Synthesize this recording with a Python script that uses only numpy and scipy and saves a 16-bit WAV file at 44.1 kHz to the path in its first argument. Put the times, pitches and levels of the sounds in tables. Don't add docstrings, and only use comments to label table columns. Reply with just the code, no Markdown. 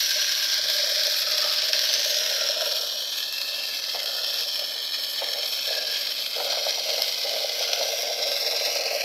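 import sys
import numpy as np
from scipy import signal
from scipy.fft import rfft, irfft, next_fast_len
from scipy.io import wavfile
from scipy.ndimage import uniform_filter1d

SR = 44100
rng = np.random.default_rng(int(sys.argv[2]) if len(sys.argv) > 2 else 0)


def store_pcm(level_fs):
    pcm = np.round(np.clip(level_fs, -1, 1) * 32767).astype(np.int16)
    wavfile.write(sys.argv[1], SR, np.atleast_2d(pcm).T)


N = 398663
TIME = np.arange(N) / SR

# time_s, speed_turns_per_s
SHAFT = [(0, 18.79), (1, 18.97), (2, 19.45), (3, 19.45), (4, 19.94), (5, 20.14), (6, 20.63), (6.6, 20.72),
         (7.2, 20.04), (8, 20.35), (9, 20.53)]
START_TURNS = -0.09
# time_s, place (0 above wheel, 1 outlet, 2 over the grain heap, 3 close to heap)
PLACE = [(0, 0), (2.4, 0.32), (3.2, 1), (5.1, 1), (6.15, 0.85), (6.45, 1.45), (7.6, 2.5), (8.3, 2),
         (9.04, 3)]

# time_s, relative_level_db
FEED = [(0, -23), (1.6, -23.5), (1.85, -23), (2.1, -23.5), (2.7, -25.5), (3.0, -29), (4.0, -28.5),
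        (4.35, -26.5), (4.8, -29.5), (5.6, -27), (6.3, -28), (6.6, -26.5), (8.1, -27), (8.3, -26.5),
        (8.65, -25.5), (9.04, -28.5)]
# middle_s, length_s, change_db
CLUMPS = [(.4, 0.21, -1), (.55, 0.052, 2), (.61, 0.096, -2), (1.25, 0.04, -3.5), (1.712, 0.04, -4),
          (2.57, 0.057, -2), (3.184, 0.014, 5.5), (3.29, 0.07, -2.5), (3.398, 0.02, -1),
          (3.81, 0.033, -3.5), (4.045, 0.028, -3), (4.465, .025, -2.5), (4.405, 0.02, 2), (4.95, 0.043, 3),
          (5.73, 0.11, 1.5), (5.85, 0.048, -1.5), (5.96, 0.055, 2.5), (6.07, 0.02, 3.5), (6.14, .04, -3),
          (6.3, 0.1, -2), (6.52, 0.027, 3), (6.69, 0.043, 1.5), (6.81, 0.08, -2.5), (6.89, 0.22, 1),
          (7.17, 0.042, -1.5), (7.5, 0.14, -1.5), (7.625, 0.032, 4), (8.1, 0.14, -2)]
# start_s, relative_peak_db, relative_treble_db
CRACKS = [(0.2926, -11.5, -34), (0.7002, -9, -34), (0.901, -11.5, -36), (0.951, -11.5, -39),
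          (1.034, -12, -36), (1.0685, -9.5, -37), (1.3807, -10, -34), (1.4162, -10, -37),
          (1.5248, -11, -36), (1.732, -2.5, -35), (1.7922, -10, -31), (1.8361, -8.5, -35),
          (1.9299, -9.5, -32), (1.9384, -8, -31), (2.4877, -11.5, -38), (2.609, -11, -37),
          (3.204, -14, -39), (3.3253, -14, -34), (3.4155, -9, -38), (4.0005, -13.5, -40), (4.031, -14, -41),
          (4.0586, -11.5, -34), (4.408, -12, -41), (4.434, -12.5, -39), (4.5565, -13.5, -39),
          (5.287, -13, -40), (5.431, -15, -44), (6.707, -12, -44), (7.0203, -6.5, -27.5),
          (7.1236, -14, -36), (7.7322, -5.5, -39), (8.021, -12, -33), (8.278, -13.5, -42),
          (8.317, -12, -39), (8.365, -11.5, -42), (8.5101, -13, -39), (8.6502, -10.5, -39),
          (8.753, -11.5, -35)]
# freq_hz, level_db
SCRAPE = [(100.0, -70.0), (450.0, -22), (800.0, -21), (950.0, -19), (1300.0, -18), (2200.0, -37),
          (6600.0, -25), (7600.0, -60), (9000.0, -31.5)]
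# freq_hz, pole_width_hz, wheel_db, outlet_db, over_heap_db, close_to_heap_db
HOUSING = [(1593, 173, -0.7, -20, -9, -9), (1778, 293, -9, -2.5, -8.5, -3),
           (2110, 213, -9.5, -10.93, -3, -9), (2545, 620, -11, -6.5, -9.5, -1),
           (3232, 815, -4, 1.59, -1.5, -6), (4344.7, 1560, 1.6, 1.5, 1.9, -1.8),
           (5195, 535, 2.3, -2.5, 0.8, -3)]
# time_s, freq_hz, level_db
EDGE_RING = [(0.0, 5760, 4.1), (0.8, 5690, -1.0), (1.55, 5470, 0.9), (2.05, 5739.06, 1), (2.6, 5480, 6),
             (3.1, 5630, -0.5), (3.5, 5320, -7.5), (4.4, 5375.09, 5.5), (5.1, 5300, 3.5), (6.0, 5430, 2),
             (6.3, 5630, -0.3), (6.6, 5721.29, 9.5), (7.3, 5630, -4.5), (7.75, 5850, 2), (8.4, 5410, 5),
             (8.8, 5700.23, -2), (9.04, 5700, -2)]
EDGE_RING_WIDTH_HZ = 296

# start_s, end_s, start_hz, end_hz, width_hz, nominal_change_db
GAPS = [(-0.2, 1.38, 850.0, 860.0, 190.0, -3), (-0.2, 0.3, 1250.0, 1270.0, 320.0, -4.5),
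        (-0.2, 0.52, 4780.0, 4790.0, 260.0, -9), (0.12, 1.3, 2240, 2460.0, 180.0, 4.6),
        (0.5, 1.6, 3440, 3420.0, 140.0, 3), (0.54, 1.4, 2650, 3070, 420.0, -9),
        (0.71, 1.32, 1080, 1140.0, 110.0, -12), (1.0, 1.31, 5870, 6000, 182, 8),
        (1.19, 1.63, 1300, 1250.0, 190.0, 12.5), (1.73, 2.18, 5820, 6500, 360.0, 12.5),
        (2.05, 2.44, 1090.0, 1110.0, 340.0, -11), (2.07, 2.77, 1000.0, 1000.0, 130.0, 9),
        (2.15, 2.74, 4450.0, 4800.0, 450.0, -7), (2.19, 2.88, 1410, 1390, 230.0, 11.5),
        (2.53, 3.07, 2120.0, 1820.0, 497, -11.5), (2.75, 3.52, 2670, 2990.0, 270.0, -19),
        (2.81, 4.5, 2270, 2300.0, 420.0, -11), (2.81, 3.54, 4800, 4730.0, 182, -11),
        (2.91, 3.2, 5140, 5100, 191, -13.9), (3.05, 4.22, 1950, 1916, 220.0, -18),
        (3.06, 3.3, 6500, 6600, 220.0, 11), (3.14, 5.8, 1590, 1574, 212, -6),
        (3.26, 3.9, 2630.0, 2670.0, 150.0, 6.8), (3.3, 4.16, 3400, 3620, 430, -6.5),
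        (3.61, 4.5, 2940, 2850, 240.0, -18), (3.62, 4.07, 2330.0, 2010.0, 370.0, 9.5),
        (3.7, 3.93, 5800.0, 5970, 121, 16), (4.03, 6.12, 6600, 6700.0, 410, 3),
        (4.05, 4.37, 1430, 1420, 240.0, 15), (4.29, 5.22, 1970, 2010.0, 398, -12.2),
        (4.46, 5.6, 3640, 3490.0, 320.0, -7), (4.5, 5.5, 2710, 2750, 350.0, -16),
        (4.64, 5.4, 5570, 5740, 400.0, -11), (4.66, 5.7, 4880, 4900, 407, -11.5),
        (5.31, 6.18, 1910, 1800, 288, -16), (5.43, 6.81, 2880, 2840.0, 210.0, -16),
        (5.58, 6.03, 1580, 1740.0, 230.0, 11.5), (5.67, 5.5, 5760, 5780, 109, 7),
        (5.71, 7.15, 3480.0, 3460.0, 190.0, -7.6), (6.08, 6.92, 5700, 5500.0, 400.0, -8.5),
        (6.19, 7.62, 1820.0, 1780, 290.0, -14.4), (6.32, 6.65, 1310, 1550, 306, 8.5),
        (6.5, 6.8, 6210.0, 6140, 656, -11), (7.12, 7.61, 2790.0, 2670.0, 212, -11.0),
        (7.65, 9.2, 1820.0, 1730.0, 250.0, -14.5), (7.66, 7.84, 1430, 1410.0, 240.0, 14),
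        (7.88, 8.57, 3020, 2960, 270.0, -9.9), (7.91, 8.77, 4300, 4380.0, 280.0, -14),
        (8.22, 9.2, 4200, 4140.0, 120.0, 6), (8.27, 8, 4640, 4600.0, 160.0, -11.6),
        (8.31, 8.93, 3200, 3220.0, 388, -14.5), (8.44, 9.2, 1475, 1430.0, 140.0, -8.4),
        (8.74, 9.2, 3770, 3650, 600.0, -11)]
GAP_FADE_S, RIDGE_SHARE = 0.17, 0.9
GAP_WAVER_SHARE, GAP_WAVER_HZ = 0.25, 5

# freq_hz, level_db
CHAFF = [(5000, -33), (7000, -9), (7900, -5.5), (8500, -13.5), (10300, -8.5), (11100, -5), (12000, -3),
         (12600, 1), (13300, -0.5), (14100, -8), (15600, -17)]
# freq_hz, level_db
HUSKS = [(5000, -43), (8500, -14), (11000, -6.5), (12700, 1.5), (13300, 0), (15600, -17)]
# middle_s, length_s, change_db
PUFFS = [(.04, 0.13, 5), (1.19, .05, 5), (1.6, .07, -5), (2.67, .05, 3.5), (3.19, 0.04, 5),
         (3.35, 0.033, 5), (5.52, 0.14, 3.5), (6.78, 0.1, -3)]
# start_s, end_s, start_hz, end_hz, width_hz, nominal_change_db
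CHAFF_GAP = (-.2, 4, 8450, 8500, 500, -5)
CHAFF_REL_DB, CHAFF_FOLLOW_DB_PER_DB, CHAFF_CLUMP_DB_PER_DB = -23.5, 0.73, 0.4
CHAFF_FLUTTER_DB, CHAFF_FLUTTER_HZ = 1.47, 11

# freq_hz, pole_width_hz, wheel_db, outlet_db
FRAME = [(267, 37, -31, -26), (475, 51, -9.5, -3), (567.7, 67, -1, 2), (597.6, 57, 5.5, -6.5),
         (625, 65, 0.5, 0), (690.7, 64, -13.5, -3), (793, 71, -38, -7.5)]
# start_s, length_s, relative_level_db
SPELLS = [(0.134, 0.066, -44.5), (0.56, 0.18, -42.5), (0.772, 0.2, -39.5), (1.205, 0.28, -40),
          (1.605, 0.57, -40), (2.077, 0.4, -38), (2.406, 0.37, -37.5), (3.458, 0.18, -47.5),
          (3.91, 0.43, -42.5), (4.558, 0.055, -41.5), (5.193, 0.2, -40.5), (5.659, 0.12, -38),
          (5.975, 0.029, -43.5), (6.153, 0.093, -45), (6.346, 0.09, -34.5), (6.548, 0.19, -38),
          (6.844, 0.14, -36), (7.221, 0.17, -34), (7.567, 0.057, -34.5), (7.684, 0.25, -35.5),
          (8.02, 0.27, -34.5), (8.414, 0.27, -34.5), (8.768, 0.33, -33)]
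SPELL_ATTACK_S, SPELL_FADE_DB_PER_S, IDLE_REL_DB = 0.018, 40, -50.5
# start_s, relative_thump_db, favoured_hz, relative_clack_db
KNOCKS = [(0.751, -27.5, 610, -51), (0.801, -32, 606, -57), (0.829, -24, 586, -53), (1.008, -33, 568, -51),
          (1.069, -24, 636, -51), (1.382, -26.5, 598, -52), (1.439, -24, 595, -49), (1.459, -30, 616, -37),
          (2.052, -26, 579, -54), (2.112, -25, 608, -51), (2.207, -26.5, 614, -56), (2.31, -25, 600, -43),
          (2.408, -22, 573, -51), (2.489, -22, 592, -44), (2.616, -19, 630, -50), (2.658, -25, 598, -39),
          (3.946, -26.5, 637, -31.5), (4.617, -31, 635, -44), (5.219, -22.5, 570, -30),
          (5.356, -33, 570, -41), (5.705, -24.5, 627, -57), (5.77, -24, 580, -50), (6.378, -23, 509, -35),
          (6.399, -24, 619, -29.5), (6.475, -33, 620, -32.5), (6.525, -33, 799, -32.5),
          (6.57, -22.5, 622, -34), (6.664, -19.5, 630, -34.5), (6.774, -31, 630, -38),
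          (6.889, -22.5, 627, -48), (6.977, -22, 659, -35), (6.997, -23, 694, -38), (7.334, -26, 610, -47),
          (7.361, -23, 635, -44), (7.606, -20, 605, -43), (7.731, -26, 579, -49), (7.775, -24, 568, -48),
          (7.81, -19, 640, -33.5), (7.849, -26, 568, -42), (7.884, -21.5, 635, -47),
          (8.029, -23.5, 585, -52), (8.102, -19.5, 633, -47), (8.199, -23.5, 560, -41),
          (8.263, -24, 564, -48), (8.315, -21.5, 564, -50), (8.522, -20.5, 641, -36),
          (8.608, -23, 563, -40), (8.661, -25, 557, -33), (8.758, -20.5, 573, -38), (8.823, -23, 659, -43),
          (8.86, -19, 633, -43), (8.948, -19.5, 580, -46)]
THUMP_GAIN_DB, FAVOUR_DB_PER_OCTAVE = 42.5, 18.5
# freq_hz, pole_width_hz, gain_db
CLACK = [(850, 92, 42.5), (1330, 360, 34)]
# freq_hz, level_db
CHATTER = [(150, -26), (430, -7), (600, 1), (820, 6), (1100, -10), (3000, -11), (8000, -38)]

# freq_hz, level_db
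RUMBLE = [(15, -4), (30, -6), (50, -10), (70, -3), (96, 1.5), (125, 0.5), (160, -5), (250, -5), (500, -37)]
RUMBLE_DB = [-75, -81, -77.5, -86]
RUMBLE_SWELL_DB, RUMBLE_SWELL_HZ = 3, 7
# middle_s, length_s, rise_db
BUFFETS = [(.66, 0.2, 10), (1.31, 0.14, 12), (8.13, 0.26, 11)]
# freq_hz, level_db
WHIRR = [(120, -40), (170, -18), (200, -8), (240, -1), (280, 2.5), (340, -5), (450, 1.5), (900, -40)]
EDGE_HZ = 15720


def grain():
    feed_db, clumps_db = curves(FEED)[0], swells(CLUMPS)
    hail = impacts(per_s=1300, spread_db=2.5, t60_s=.02)
    rub_share = .31
    work = (rub_share + (1 - rub_share) * hail) * surge(depth_db=0.89, second_db=0.6)
    snaps = sum(crack(s, db - 7.5) for s, db, _ in CRACKS)
    rattle = housing(work * gain_of(feed_db + clumps_db - 0.61) ** 2 + snaps)
    return rattle + chaff(work, feed_db, clumps_db)


def chaff(work, feed_db, clumps_db):
    hiss_db = CHAFF_REL_DB + CHAFF_FOLLOW_DB_PER_DB * feed_db + CHAFF_CLUMP_DB_PER_DB * clumps_db
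    hiss_db += swells(PUFFS) + CHAFF_FLUTTER_DB * wander(CHAFF_FLUTTER_HZ)
    hiss_power = gain_of(hiss_db) ** 2
    sharp_snaps = sum(crack(s, treble_db + 4.0) for s, _, treble_db in CRACKS)
    ticks = impacts(per_s=250, spread_db=2.6, t60_s=.06)
    sound = coloured(noise(0.85 * work ** 0.96 * hiss_power + sharp_snaps), CHAFF)
    sound += coloured(noise(0.35 * ticks * hiss_power), HUSKS)
    sound = reflected(hollowed(sound, [CHAFF_GAP]), echo_db=-22, drift_s=.00008)
    return sound / np.std(coloured(noise(1), CHAFF))


def housing(power):
    sound = coloured(noise(power), SCRAPE)
    for hz, width_hz, *place_db in HOUSING:
        luck = .6 + .4 * impacts(per_s=400, spread_db=2.4, t60_s=.03)
        sound += gain_of(at_place(place_db)) * resonate(noise(power * luck), hz, width_hz)
    edge_hz, edge_db = curves(EDGE_RING)
    sound += gain_of(edge_db) * glide(noise(power), edge_hz, EDGE_RING_WIDTH_HZ)
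    sound = without_bass(hollowed(sound, GAPS), hz=610)
    sound = reflected(sound, echo_db=-21, drift_s=.0003)
    blow_power = uniform_filter1d(power, size=15000)
    sound_power = uniform_filter1d(sound ** 2, size=15000)
    return sound * np.sqrt(blow_power / sound_power)


def crack(s, db):
    return burst(s, db + 2.5, t60_s=.009) + burst(s, db - 11, t60_s=.05)


def surge(depth_db, second_db):
    angle = 2 * np.pi * (START_TURNS + np.cumsum(curves(SHAFT)[0]) / SR)
    power = gain_of(depth_db * np.cos(angle) + second_db * np.cos(2 * angle)) ** 2
    return power / power.mean()


def frame():
    outlet_share = np.clip(curves(PLACE)[0], 0, 1)
    jolts = impacts(per_s=300, spread_db=2.5, t60_s=0.016) * surge(depth_db=2.0, second_db=-0.8)
    shake = (0.55 + 0.99 * jolts) * gain_of(load() - 2.0) ** 2
    _, thump_db, favoured_hz, clack_db = np.transpose(KNOCKS)
    drumming = ringing = passed = 0
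    for k, (hz, width_hz, wheel_db, outlet_db) in enumerate(FRAME):
        gain = gain_of(wheel_db + outlet_share * (outlet_db - wheel_db))
        off_pitch_octaves = abs(np.log2(hz / favoured_hz))
        blows = strikes(thump_db + THUMP_GAIN_DB - FAVOUR_DB_PER_OCTAVE * off_pitch_octaves)
        drumming += gain * resonate(noise(shake), hz, width_hz)
        ringing += (-1) ** k * gain * resonate(blows, hz, width_hz)
        passed += gain ** 2 * np.pi * width_hz / (2 * SR)
    clack = sum(resonate(strikes(clack_db + db), hz, width_hz) for hz, width_hz, db in CLACK)
    chatter_power = sum(burst(s, db + 11.5, t60_s=0.15) for s, _, _, db in KNOCKS)
    chatter = coloured(noise(chatter_power), CHATTER)
    return without_bass(drumming / np.sqrt(passed) + ringing + clack + chatter, hz=163)


def load():
    level = gain_of(IDLE_REL_DB)
    for s, length_s, db in SPELLS:
        rise = np.clip((TIME - s) / SPELL_ATTACK_S, 0, 1)
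        fade_db = SPELL_FADE_DB_PER_S * np.maximum(TIME - s - length_s, 0)
        level = np.maximum(level, rise * gain_of(db - fade_db))
    return 20 * np.log10(level)


def strikes(levels_db):
    return np.bincount([round(row[0] * SR) for row in KNOCKS], gain_of(levels_db), N)


def rumble():
    level_db = at_place(RUMBLE_DB) + RUMBLE_SWELL_DB * wander(RUMBLE_SWELL_HZ) + swells(BUFFETS)
    low = gain_of(level_db) * evened(coloured(noise(1), RUMBLE))
    whirr = gain_of(-60.5) * evened(coloured(noise(1), WHIRR))
    return low + whirr


def impacts(per_s, spread_db, t60_s):
    count = round(per_s * N / SR)
    size = gain_of(spread_db * np.minimum(rng.exponential(1, count), 4.1)) ** 2
    power = linger(np.bincount(rng.integers(0, N, count), size, N), t60_s) + 1e-9
    return power / uniform_filter1d(power, size=5000)


def linger(power, t60_s):
    r = np.exp(-np.log(10 ** 6) / (t60_s * SR))
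    return signal.lfilter([1 - r], [1, -r], power)


def burst(s, db, t60_s):
    power = np.zeros(N)
    span = slice(round(s * SR), round((s + 2 * t60_s) * SR))
    power[span] = gain_of(db - 60 * (TIME[span] - s) / t60_s) ** 2
    return power


def noise(power):
    return np.sqrt(np.maximum(power, 0)) * rng.standard_normal(N)


def resonate(x, hz, width_hz):
    r = np.exp(-np.pi * width_hz / SR)
    poles = np.poly([r * np.exp(2j * np.pi * hz / SR)] * 2)
    denominator = np.convolve(poles, poles.conj()).real
    return signal.lfilter(2 * (1 - r) ** 2 * poles.real, denominator, x + 1e-18)


def glide(x, hz, width_hz):
    turn = np.exp(2j * np.pi * np.cumsum(hz) / SR)
    r = np.exp(-np.pi * width_hz / SR)
    lowpassed = signal.lfilter([(1 - r) ** 2], np.poly([r, r]), x * turn.conj())
    return 2 * (turn * lowpassed).real


def hollowed(x, gaps):
    hz, t, z = signal.stft(x, SR, nperseg=1024, noverlap=768)
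    change_db = np.zeros(z.shape)
    for start, end, start_hz, end_hz, width_hz, db in gaps:
        opening = np.clip(np.minimum(t - start, end - t) / GAP_FADE_S + .5, 0, 1)
        opening *= 1 + GAP_WAVER_SHARE * np.interp(t, TIME, wander(GAP_WAVER_HZ, count=5))
        opening *= RIDGE_SHARE if db > 0 else 1
        on = opening > 0
        centre_hz = np.interp(t[on], [start, end], [start_hz, end_hz])
        shape = np.exp(-(2 * (hz[:, None] - centre_hz) / width_hz) ** 2)
        change_db[:, on] += db * opening[on] * shape
    return signal.istft(z * gain_of(change_db), SR, nperseg=1024, noverlap=768)[1][:N]


def reflected(x, echo_db, drift_s, count=8):
    out, t = x.copy(), TIME[::512]
    for lag, pace, start in rng.uniform([.003, .08, 0], [.012, .3, 1], (count, 3)):
        delay_s = np.interp(TIME, t, lag + drift_s * np.sin(2 * np.pi * (pace * t + start)))
        out += gain_of(echo_db) * np.interp(TIME - delay_s, TIME, x, left=0)
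    return out / np.sqrt(1 + count * gain_of(echo_db) ** 2)


def without_bass(x, hz):
    return signal.sosfilt(signal.butter(4, hz, "high", fs=SR, output="sos"), x)


def coloured(x, points):
    hz, db = np.transpose(points)
    size = next_fast_len(N + 4096)
    f = np.fft.rfftfreq(size, 1 / SR)
    gain = gain_of(np.interp(np.log(f + 1), np.log(hz), db))
    return irfft(rfft(x, size) * gain, size)[:N]


def wander(top_hz, count=14):
    t = TIME[::64]
    rates_hz = np.geomspace(1, top_hz, count)
    curve = sum(np.sin(2 * np.pi * (hz * t + rng.random())) for hz in rates_hz)
    return np.interp(TIME, t, evened(curve))


def swells(table):
    t = TIME[::64]
    bumps_db = sum(db * np.exp(-(2 * (t - s) / length_s) ** 2) for s, length_s, db in table)
    return np.interp(TIME, t, bumps_db)


def at_place(values):
    t = TIME[::64]
    place = np.interp(t, *np.transpose(PLACE))
    return np.interp(TIME, t, np.interp(place, np.arange(len(values)), values))


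def curves(table):
    s, *columns = np.transpose(table)
    return [np.interp(TIME, s, c) for c in columns]


def evened(x):
    return x / np.sqrt(np.mean(x ** 2) + 1e-20)


def gain_of(db):
    return np.exp(np.asarray(db) * (np.log(10) / 20))


def scene():
    return (grain() + frame() + rumble())[None]


def record(dry):
    lowpass = signal.firwin(801, EDGE_HZ, window=("kaiser", 9), fs=SR)
    return signal.oaconvolve(dry, lowpass[None], "same")


dry = scene()
out = record(dry)
store_pcm(out)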